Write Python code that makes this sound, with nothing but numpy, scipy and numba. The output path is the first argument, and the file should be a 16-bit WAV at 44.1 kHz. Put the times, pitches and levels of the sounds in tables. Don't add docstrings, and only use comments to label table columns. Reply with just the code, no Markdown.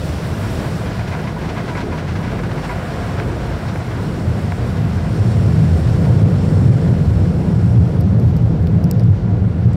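import sys
import numpy as np
from scipy import signal
from scipy.fft import rfft, irfft
from scipy.io import wavfile
from scipy.ndimage import uniform_filter1d, map_coordinates
from numba import njit

SR = 44100
rng = np.random.default_rng(int(sys.argv[2]) if len(sys.argv) > 2 else 0)


def gain_from_db(level_db):
    decades = np.asarray(level_db, float) / 20
    return 10 ** decades


def store_wav(level_fs):
    pcm = np.round(np.clip(np.atleast_2d(level_fs), -1, 1) * 32767)
    wavfile.write(sys.argv[1], SR, pcm.T.astype(np.int16))


N = 430416
FREQ = np.arange(N // 2 + 1) * SR / N
TIME = np.arange(N) / SR

# (time [s], force [dB], share on the roof panels [0-1])
BLOWER = [(0, -25, 0.47), (1, -25.5, 0.19), (1.6, -29, 0.4), (2.2, -24.5, 0.26), (3.3, -26.5, 0.3),
          (4, -24.5, 0.26), (4.6, -20.5, 0.13), (5.3, -15, 0.28), (5.8, -17, 0.62), (6.6, -14.5, 0.63),
          (7.2, -15.5, 0.27), (8.2, -15, 0.44), (9.1, -17, 0.29), (9.76, -17.5, 0)]
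FAR_FORCE_DB = -25
# (frequency [Hz], width [Hz], level [dB])
MOTOR_MODES = [(707, 8.4, -46), (974.6, 27, -53.5), (1415, 39, -57), (1632, 130, -59)]

# (frequency [Hz], width [Hz], level [dB])
CABIN_MODES = [(78.2, 5.2, -1.5), (87.7, 9.7, 0), (100.6, 10, -1.5), (117.8, 14.4, 1)]
# (frequency [Hz], width [Hz], level [dB])
UPPER_CABIN_MODES = [(141, 30, -2.5), (164.5, 18, -7), (182.4, 26, -6.5), (211, 6.8, -7.5)]
# (frequency [Hz], level [dB])
PANEL_SPECTRUM = [(120, -24), (200, -7.5), (253, -8.5), (385, -11.5), (491, -12), (712, -23), (781, -22.5),
                  (1100, -33.5), (1430, -37), (2420, -120)]
# (time [s], lift [dB], length [s])
BOOM_BUFFETS = [(.04, -1, 0.063), (1.0, 3.5, 0.045), (2.15, 5, 0.061), (2.66, -15, 0.058),
                (3.59, -1.5, 0.04), (4.29, 6.5, 0.064), (5.16, -29, 0.016), (6.11, 1.5, 0.057),
                (6.22, 2, 0.062), (6.41, -3, 0.041), (6.67, 0.5, 0.066), (6.79, -8, 0.064),
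                (6.87, 7.5, 0.023), (6.98, -4.5, 0.053), (7.18, 2, 0.073), (7.34, -6, 0.19),
                (7.8, 5.5, 0.03), (7.91, -7, 0.041), (8.26, 4, 0.046), (8.62, 0.5, 0.038),
                (8.89, -5, 0.039), (9.1, 10.5, 0.05), (9.2, -3, .06), (9.68, 7, 0.041)]
# (time [s], lift [dB], length [s])
UPPER_BUFFETS = [(.75, 2.5, .06), (5.4, -2.5, .1), (7.3, 1, .08), (8.3, 1, 0.097), (8.55, 0.5, .08),
                 (9.0, 2.5, 0.052), (9.45, 0.5, .06), (1.4, 4.5, 0.43), (2.17, 4, 0.11), (3.45, -1, 0.18),
                 (3.7, 3.5, 0.046), (4.1, 1.5, 0.097), (4.61, -8, 0.075), (5.03, -5, 0.03),
                 (5.2, -3.5, 0.046), (5.63, 9, 0.019), (6.08, 3.5, 0.071), (6.22, 3, 0.065),
                 (6.52, 1.5, 0.053), (6.69, 4, 0.064), (7.04, 3.5, 0.041), (7.62, 1, 0.056),
                 (7.91, -5.5, 0.044), (8.07, 2.5, 0.043), (8.74, 3, .03), (8.85, 7.5, 0.021),
                 (9.12, -11, 0.044), (9.62, 0.5, 0.046)]
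# (time [s], lift [dB], length [s])
SHAKE_JOLTS = [(.15, -3, .2), (1.2, -1, .12), (1.6, -5, .1), (2.4, 1, .1), (3.4, 6, .12), (3.9, -4, .1),
               (4.35, -4, .1), (5.2, 2, .1), (5.6, 1, .08), (5.95, 6, .08), (6.3, -3, .1), (7.0, 4, .1),
               (7.5, 1, .15), (8.0, 0, .1), (8.6, 2, .15), (9.2, 3, .12)]
# (time [s], lift [dB], length [s])
DRUM_GUSTS = [(3.65, -2, 0.055), (4.4, 0.5, .06), (5.55, 0, 0.11), (6.0, 0, .06), (6.6, 0.5, .08),
              (6.9, 0.5, .08), (8.3, -0.5, .08), (.25, 1, 0.084), (.6, 2.5, 0.074), (.82, 0, 0.11),
              (1.33, -3, 0.064), (1.87, 1, 0.12), (2.4, 1.5, .15), (3.0, 1, 0.065), (3.85, -2, 0.081),
              (4.05, 2, 0.041), (4.65, 1, 0.076), (5.8, -0.5, .15), (6.2, -0.5, 0.16), (7.2, 3, 0.064),
              (7.48, 2.5, 0.13), (7.73, -1, .12), (8.1, -1.5, .08), (8.55, 2, 0.066), (9.15, 0.5, 0.059),
              (9.6, 0.5, .08)]
# (time [s], deep lift [dB], higher lift [dB], length [s])
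SWAYS = [(.1, 8, -0.5, 0.2), (.9, -3, -3, 0.071), (1.4, 4.5, -3, 0.14), (2.15, -0.5, -4.5, 0.29),
         (2.65, 10, -1, 0.074), (2.847, 1, -4, .08), (3.213, 7, 3, 0.08), (3.5, 2, -1, 0.13),
         (3.9, 0, 1.5, 0.091), (4.203, 2, -7, 0.068), (4.596, 1, -2, 0.13), (5.1, 1, -4, 0.092),
         (5.736, 8, -11, 0.058), (6.0, 0, 3, 0.15), (6.7, 0, 3.5, 0.21), (7.204, 8.5, -1, 0.16),
         (7.373, 2, -9, .08), (7.8, 2, 2, 0.059), (8.25, 1.5, -1.5, 0.072), (8.5, -1, -5, 0.13),
         (8.844, -2, 2.5, 0.12), (9.053, -13, 0.5, 0.09), (9.3, -0.5, 0.5, 0.13), (9.75, 0, -6, 0.059)]
# (time [s], pitch [Hz])
HUM_PITCH = [(4.5, 112.1), (5.3, 111.9), (5.7, 108.9), (5.9, 117.6), (6.2, 106.3), (6.5, 116.2),
             (6.65, 109.9), (7.0, 114.3), (7.4, 107.9), (7.7, 116.1), (8.1, 111.6), (8.4, 114.4),
             (8.75, 104), (9.15, 115.7), (9.5, 107.7), (9.76, 99.8)]
# (time [s], pitch [Hz], level against the boom [dB])
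UPPER_HUM = [(4.6, 158.9, -12), (5.2, 173.1, -10), (5.6, 152, -6), (6.0, 158, -8), (6.3, 166, -5.5),
             (6.75, 155, -10), (7.05, 165, -8), (7.3, 176.3, -11), (7.65, 174.1, -5.5), (8.0, 174.7, -7),
             (8.3, 163, -7), (8.6, 150.3, -10), (8.88, 185.2, -6), (9.2, 152, -16.5), (9.5, 186.7, -4),
             (9.76, 170, -6)]

# (frequency [Hz], width [Hz], level [dB])
GLASS_MODES = [(658, 80, 2), (998, 190, 1), (1470, 163, 0.5), (1685, 55, -0.5), (1957, 170, -2.5),
               (2210, 440, -6.5)]
# (time [s], water left on it [dB], air tearing at it [dB])
SCREEN = [(0, -36, -43.5), (.5, -33, -42), (1.05, -34, -46), (1.4, -34, -47), (1.9, -36.5, -48),
          (2.4, -33.5, -47.5), (2.66, -33, -45.5), (3.05, -32, -46.5), (3.3, -34, -47), (4.85, -36, -47),
          (5.6, -36, -46.5), (6.05, -36, -47), (6.8, -37.5, -49), (7.76, -40.5, -50.5), (8.05, -42, -52.5),
          (9.4, -42.5, -56), (9.76, -41, -55)]
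# (time [s], lift [dB])
PATCHES = [(.845, 0), (1.2, 2), (1.37, -2), (1.63, -3), (2.055, -1), (2.143, -2), (2.302, -3), (2.48, -3),
           (2.545, -2), (3.265, -2), (5.88, 2.5), (.14, 1.5), (.25, 1.5), (.43, 1.5), (1.34, -2), (1.66, 0),
           (1.86, 0), (2.03, -1), (2.415, -7), (2.65, 4.5), (3.41, 1), (3.48, -2), (3.69, 4), (3.92, 2),
           (4.12, -1), (4.24, -2), (4.38, 1), (4.46, 1), (4.54, -1), (4.77, 2), (4.89, 0), (4.96, 1),
           (5.08, 0), (5.32, 2), (5.9, 1), (5.95, 2.5), (6.05, 2), (6.2, 0.5), (6.66, 2), (6.88, 2),
           (6.97, -1.5), (7.04, -3), (7.21, 1), (7.26, 1), (7.54, -1), (7.58, -2)]
# (frequency [Hz], level [dB])
STREAM_SPECTRUM = [(290, -24.5), (500, -6), (580, -5.5), (690, -4.5), (788, -7), (976, -10.5), (1100, -8.5),
                   (1400, -9.5), (1830, -11.5), (2000, -13), (3600, -24), (4680, -26.5), (7920, -120)]
# (frequency [Hz], level [dB])
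JET_SPECTRUM = [(2400, -0.5), (3600, -1.5), (4400, -2.5), (5050, -3), (5700, -3.5), (6100, -6.5),
                (6800, -6.5)]
# (frequency [Hz], width [Hz], level [dB])
WHISTLE_MODES = [(4400, 150, -6), (5300, 90, 0.5), (5410, 120, -0.5), (7240, 700, -7), (8730, 360, -5)]
# (frequency [Hz], level [dB])
SPRAY_SPECTRUM = [(5600, -7.5), (6400, -15), (7050, -4.5), (8300, -4.5), (8750, -6), (10400, -9),
                  (14600, -16), (16000, -16)]
# (time [s], peak [dB], treble re peak [dB], length [s])
SLOPS = [(0.593, -26, -12, 0.018), (0.905, -24, -16, 0.019), (1.235, -24, -17, .02),
         (1.355, -29, -18, 0.018), (1.412, -22, -14, 0.013), (0.642, -18.5, -19, 0.019),
         (0.863, -21, -13.5, 0.02), (0.991, -16.5, -16, 0.008), (1.07, -21, -11.5, 0.021),
         (1.112, -17, -18, 0.036), (1.269, -17.5, -17, 0.021), (1.444, -21.5, -18, 0.022),
         (1.487, -18.5, -13, 0.021), (1.558, -17, -16.5, 0.05), (1.674, -18.5, -14.5, 0.034),
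         (1.748, -16, -21, 0.018), (1.767, -18.5, -13.5, 0.036), (1.803, -19.5, -15, 0.021),
         (1.914, -20, -17, 0.034), (1.972, -22, -11, 0.025), (2.077, -20.5, -13, 0.024),
         (2.152, -17, -16, 0.018), (2.225, -23, -12.5, 0.036), (2.275, -24, -16, 0.082),
         (2.384, -19.5, -20, 0.017), (2.432, -21, -17, 0.012), (2.509, -23, -11, 0.014),
         (2.575, -26.5, -10, 0.013), (2.623, -30, -12, 0.026), (2.688, -19, -20, 0.031),
         (2.81, -33, -15, 0.023), (2.905, -30, -16, 0.019), (3.034, -34, -8, 0.025),
         (3.175, -22, -13, 0.034)]
# (time [s], peak [dB], pitch [Hz])
KNOCKS = [(1.24, -26, 975), (1.362, -22, 976), (1.708, -21, 970), (2.197, -27, 980), (0.4344, -22, 969),
          (0.856, -33, 965), (1.1217, -21, 950), (1.28, -33, 1014), (1.4102, -27, 990), (1.497, -32, 934),
          (1.686, -25, 1000), (1.7559, -27, 934), (1.7736, -20, 963), (1.922, -18, 970), (2.2446, -23, 987),
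          (2.5725, -24, 965), (2.7, -16.5, 974), (2.9436, -28, 993), (3.0398, -26, 950)]
# (frequency [Hz], width [Hz], level [dB])
PATTER_MODES = [(700, 60, 0.5), (985, 65, 0), (1430, 90, -4), (1640, 110, -2.5), (2210, 250, -7.5)]

# (time [s], peak [dB], low knock re peak [dB], bright edge re peak [dB], knock pitch [Hz])
TICKS = [(8.0067, -45, -1, -2, 4500), (8.0108, -40, -8, -16, 4600), (8.0714, -52, -5, -12.5, 4400),
         (8.1986, -43, -11, -10.5, 4400), (8.3657, -42, -6, -7, 4798), (8.3727, -45, -8, -10, 5700),
         (8.6275, -53, -0.5, -15.5, 4400), (8.671, -46, 3, -10, 3600), (8.8414, -36, -2.5, -9, 5100),
         (8.9116, -23.5, -9, -7, 4670), (8.9714, -54, -4.5, -15, 5000), (8.996, -40.5, -1, -17, 4700),
         (9.0054, -50, -3, -30, 5500), (9.0356, -43, -5, -21, 4600), (9.117, -53, 0, -30, 7500),
         (9.7325, -56, 8, -32, 7030)]
# (time [s], peak [dB], length [s])
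RUBS = [
    (8.615, -58, .001),
    (8.676, -55, .005),
    (8.891, -57, .002),
    (8.228, -58, 0.025),
    (8.288, -51, .025),
    (8.473, -58, 0.023),
    (8.63, -61.5, 0.02),
    (8.692, -60, .016),
    (8.81, -62.5, .03),
]


def unit(x):
    return x / np.sqrt(np.mean(x ** 2))


def columns(table):
    s, *cols = np.transpose(table)
    return [np.interp(TIME, s, c) for c in cols]


def bumps(rows):
    return sum(height * np.exp(-((TIME - s) / length) ** 2) for s, height, length in rows)


def shape(spectrum, skirt_db=-30):
    hz, db = np.transpose(spectrum)
    octave = np.log2(FREQ + 1)
    below = np.maximum(np.log2(hz[0]) - octave, 0)
    above = np.maximum(octave - np.log2(hz[-1]), 0)
    return gain_from_db(np.interp(octave, np.log2(hz), db) + skirt_db * (below + above))


def modes(table):
    total = 0
    for k, (hz, width_hz, db) in enumerate(table):
        damping = 1j * FREQ * width_hz
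        total = total + (-1) ** k * gain_from_db(db) * damping / (hz ** 2 - FREQ ** 2 + damping)
    return total


def unrelated_modes(table):
    return np.sqrt(sum(np.abs(modes([mode])) ** 2 for mode in table))


def through(x, gain):
    return irfft(rfft(x) * gain, N)


def drift(noise, rate_hz):
    k = int(SR / rate_hz)
    return unit(uniform_filter1d(uniform_filter1d(noise, k), k))


def walk(rate_hz):
    k = int(SR / rate_hz)
    held = np.repeat(rng.standard_normal(N // k + 1), k)
    return unit(uniform_filter1d(uniform_filter1d(held, k), k)[:N])


def turbulence(gain, shared_db, own_db, rate_hz):
    source = rfft(rng.standard_normal(N)) * gain
    band = np.round(2 * np.log2(FREQ + 1))
    shared = shared_db * walk(rate_hz)
    total = np.zeros(N)
    for b in range(int(2 * np.log2(60)), int(band.max()) + 1):
        total += gain_from_db(shared + own_db * walk(rate_hz)) * irfft(source * (band == b), N)
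    return unit(total)


def steady(gain, hold_s, share):
    x = through(rng.standard_normal(N), gain)
    k = int(hold_s * SR)
    power = uniform_filter1d(uniform_filter1d(x ** 2, k), k)
    return unit(x / power ** (share / 2))


def bend(note, pitch_hz, centre_hz):
    return map_coordinates(note, [np.cumsum(pitch_hz / centre_hz)], order=1, mode="mirror")


@njit
def follow(x, attack, release):
    e, out = 0., np.empty(len(x))
    for i in range(len(x)):
        e += (abs(x[i]) - e) * (attack if abs(x[i]) > e else release)
        out[i] = e
    return out


def motor():
    near = np.interp(TIME, [1.5, 3.0, 7.5, 9.76], [0.33, 0.74, 0.73, 0.74])
    air = rng.standard_normal(N)
    waver = gain_from_db(2.6 * drift(air, 4))
    whine = np.zeros(N)
    for hz, width_hz, db in MOTOR_MODES:
        whine += gain_from_db(db) * unit(through(air, modes([(hz, width_hz, 0)]) ** 2))
    return near * waver * whine


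def rustle():
    envelope = bumps([(s, gain_from_db(db), length) for s, db, length in RUBS])
    rub = envelope * gain_from_db(2.5 * walk(60)) * rng.standard_normal(N)
    return through(rub, modes([(13490, 12000, 0.0054)]) ** 2)


def ticks():
    size = 1024
    out = np.zeros(N + size)
    signs = np.sign(rng.standard_normal((len(TICKS), 3, size)))
    t = np.arange(size) / SR
    hz = np.arange(size // 2 + 1) * SR / size

    def hump(start_s, peak_s):
        u = np.maximum(t - start_s, 0) / peak_s
        return u * np.exp(1 - u)

    def ring(x, mode_hz, width_hz):
        damping = 1j * hz * width_hz
        y = irfft(rfft(x) * (damping / (mode_hz ** 2 - hz ** 2 + damping)) ** 2)
        return y / np.abs(y).max()

    blow = hump(0.0003, 0.00032) + gain_from_db(-22) * hump(0.0015, 0.0009)
    snap = hump(0.0005, 0.00003) + 0.6 * hump(0.0009, 0.00003) + 0.25 * hump(0.0023, 0.00003)
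    bounce = gain_from_db(-26) * hump(0.0022, 0.0003) + gain_from_db(-30) * hump(0.002, 0.002)
    for (s, db, knock_db, bright_db, knock_hz), (a, b, c) in zip(TICKS, signs):
        body = ring(a * blow, 8200, 5000)
        edge = gain_from_db(bright_db + 9.0) * ring(b * blow, 13500, 7000)
        knock = gain_from_db(knock_db + 6.0) * ring(snap + c * (0.17 * blow + bounce), knock_hz, 0.46 * knock_hz)
        thud = gain_from_db(knock_db - 4.0) * ring(snap + c * 0.44 * blow, 3000, 2000)
        i = int(s * SR)
        out[i:i + size] += gain_from_db(db + 7.0) * (body + edge + knock + thud)
    return out[:N]


def patter():
    rate_per_s, level_db, spread_db = 250, -10, 4
    hits = rng.random(N) < rate_per_s / SR
    sizes = gain_from_db(spread_db * rng.exponential(size=N))
    drops = hits * np.sign(rng.standard_normal(N)) * sizes
    wet = np.interp(TIME, [0, 1.0, 2.8, 5.0, 7.5], [0.6, 0.9, 0.78, 0.65, 0.3])
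    water_db = columns(SCREEN)[0]
    return wet * gain_from_db(water_db + level_db) * unit(through(drops, modes(PATTER_MODES)))


def knocks():
    size, rise_s, fall_s, level_db = 8192, 0.0072, 0.016, -8.5
    overtone_ratio, overtone_db = 1.46, -10
    out = np.zeros(N + size)
    t = np.arange(size) / SR
    envelope = 2 * (1 - np.exp(-t / rise_s)) * np.exp(-t / fall_s)
    for s, db, hz in KNOCKS:
        tone = np.sin(2 * np.pi * hz * t)
        tone += gain_from_db(overtone_db) * np.sin(2 * np.pi * overtone_ratio * hz * t)
        i = int(s * SR)
        out[i:i + size] += gain_from_db(db + level_db) * envelope * tone
    return out[:N]


def slops():
    low, high = np.zeros(N), np.zeros(N)
    for s, db, treble_db, length_s in SLOPS:
        u = np.clip((TIME - s) / length_s, 0, 50)
        swell = gain_from_db(db - 12.5) * u * np.exp(1 - u * 2.31) * 2.1
        low += swell
        high += swell * gain_from_db(treble_db + 4.5)
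    ring = steady(modes(GLASS_MODES), 0.0088, 0.48)
    splash = steady(shape([(2600, 9.5), (6000, -0.5), (9000, -11.0)]), 0.008, 0.6)
    edge = shape([(200, 0), (2680, 0)], skirt_db=-24)
    pane = 1 + 0.62 * modes([(1000, 40, -6), (1410, 70, 2), (2500, 210, 3)])
    return through(low * ring, edge * pane) + high * splash


def stream(water_db, patch_db):
    pane = 1 + 0.5 * np.abs(modes(GLASS_MODES)) ** 2
    return gain_from_db(water_db + patch_db) * turbulence(shape(STREAM_SPECTRUM) * pane, 0.47, 0.18, 22)


def jet(air_db, patch_db):
    facing = np.interp(TIME, [2.1, 2.9, 4.5, 6.2, 7.75, 8.05], [0.11, 0.73, 0.85, 1.2, 1.1, 0])
    air = rng.standard_normal(N)
    whistle = gain_from_db(-6.5 + 2.7 * drift(air, 6)) * facing * unit(through(air, modes(WHISTLE_MODES)))
    tearing = turbulence(shape(JET_SPECTRUM), 0.76, 0.46, 20)
    return gain_from_db(air_db + 0.93 * patch_db) * (tearing + whistle)


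def spray(air_db):
    usual_air_db, usual_db, db_per_air_db = -47, -53, 1.2
    level = gain_from_db(usual_db + db_per_air_db * (air_db - usual_air_db))
    mist = turbulence(shape(SPRAY_SPECTRUM), 0.82, 0.55, 26)
    top = through(mist, np.clip(FREQ / 9000 - 0.7, 0, 1))
    return level * (mist - top + top * (level / gain_from_db(-64.5)) ** 0.27)


def water():
    patch_db = bumps([(s, db, 0.011) for s, db in PATCHES])
    water_db, air_db = columns(SCREEN)
    return stream(water_db, patch_db) + jet(air_db, patch_db) + spray(air_db)


def upper_hum():
    mode_hz, width_hz = 165, 11.7
    pitch_hz, level_db = columns(UPPER_HUM)
    note = steady(modes([(mode_hz, width_hz, 0)]) ** 2, 0.06, 0.7)
    force_db = columns(BLOWER)[0]
    return gain_from_db(force_db + level_db + 0.5 * bumps(UPPER_BUFFETS)) * bend(note, pitch_hz, mode_hz)


def hum():
    mode_hz, width_hz, level_db = 112.76, 6.8, -4.5
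    close = np.interp(TIME, [4.2, 5.4, 8.0, 8.8], [0.048, 0.74, 0.85, 1.05])
    note = steady(modes([(mode_hz, width_hz, 0)]) ** 2, 0.12, 0.7)
    note = bend(note, columns(HUM_PITCH)[0], mode_hz)
    force_db = columns(BLOWER)[0]
    return close * gain_from_db(force_db + level_db + 0.51 * bumps(BOOM_BUFFETS)) * note


def body_shake(nearer_db):
    level_db = -33 + 0.087 * nearer_db + 2.5 * walk(12) + bumps(SHAKE_JOLTS)
    return gain_from_db(level_db) * steady(modes([(51.0, 23.0, 0)]) ** 2, 0.036, 0.99)


def roof_drum(nearer_db, roof_share):
    level_db = -33 + 0.11 * nearer_db + 11 * roof_share + 1.16 * walk(12) + bumps(DRUM_GUSTS)
    return gain_from_db(level_db) * steady(shape(PANEL_SPECTRUM), 0.061, 0.38)


def upper_cabin(nearer_db):
    level_db = -28.5 + nearer_db - 0.24 * walk(12) + bumps(UPPER_BUFFETS)
    air = steady(unrelated_modes(UPPER_CABIN_MODES) * modes([(167.0, 88, 0)]), 0.073, 0.6)
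    overhead = np.interp(TIME, [7.2, 9.4], [0, 1])
    air = air - overhead * through(air, modes([(136.4, 20, 0.0035)]))
    return gain_from_db(level_db) * air


def cabin_boom(force_db):
    sway_hz = 91
    air = steady(unrelated_modes(CABIN_MODES) * modes([(100.2, 70, 0)]), 0.091, 0.31)
    deep = through(air, 1 / (1 + (FREQ / sway_hz) ** 20))
    deep_db = bumps([(s, lift_db, length) for s, lift_db, _, length in SWAYS])
    higher_db = bumps([(s, lift_db, length) for s, _, lift_db, length in SWAYS])
    swayed = gain_from_db(deep_db) * deep + gain_from_db(higher_db) * (air - deep)
    return gain_from_db(force_db + bumps(BOOM_BUFFETS)) * swayed


def dryer():
    force_db, roof_share = columns(BLOWER)
    nearer_db = force_db - FAR_FORCE_DB
    panels = body_shake(nearer_db) + roof_drum(nearer_db, roof_share)
    return panels + upper_cabin(nearer_db) + cabin_boom(force_db)


def scene():
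    close_by = ticks() + rustle()
    windscreen = patter() + knocks() + slops() + water()
    blowers = motor() + upper_hum() + hum() + dryer()
    return (close_by + windscreen + blowers)[None]


def treble_steps(x, top_drop_db):
    step_hz, top_hz, step_db = 6150, 15760, -3
    edges_hz = [0, step_hz, step_hz + 1, top_hz, top_hz + 1, SR / 2]
    gain = gain_from_db(np.repeat([0, step_db, step_db - top_drop_db], 2))
    taps = signal.firwin2(401, edges_hz, gain, fs=SR)
    return signal.fftconvolve(np.pad(x, 200, "reflect"), taps, "valid")


def top_cut(x):
    return signal.sosfilt(signal.butter(12, 16670, fs=SR, output="sos"), x)


def record(dry):
    attack_s, release_s, end_hz, fade_s = 0.0033, 0.03, 16750, 0.002
    loud = follow(dry[0], 1 / (attack_s * SR), 1 / (release_s * SR))
    gain = gain_from_db(2.0) * np.minimum(0.47 / (loud + 1e-9), 1) ** 0.62
    rounded = np.tanh(1.013 * gain * dry[0]) / 1.088
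    x = signal.sosfilt(signal.butter(4, 39.0, "high", fs=SR, output="sos"), rounded)

    base = treble_steps(x, 60)
    top = treble_steps(x, 3.6) - base
    is_loud = uniform_filter1d(np.abs(top), size=64) > gain_from_db(-57)
    top = top * uniform_filter1d(1.0 * is_loud, size=128)
    roll_off = np.cos(np.pi / 2 * np.clip((FREQ - end_hz) / 500 + 1, 0, 1)) ** 2
    x = base + through(top, roll_off)

    fade = np.sin(np.pi / 2 * np.minimum((TIME[-1] - TIME) / fade_s, 1)) ** 2
    return top_cut(x * fade)


dry = scene()
out = record(dry)
store_wav(out)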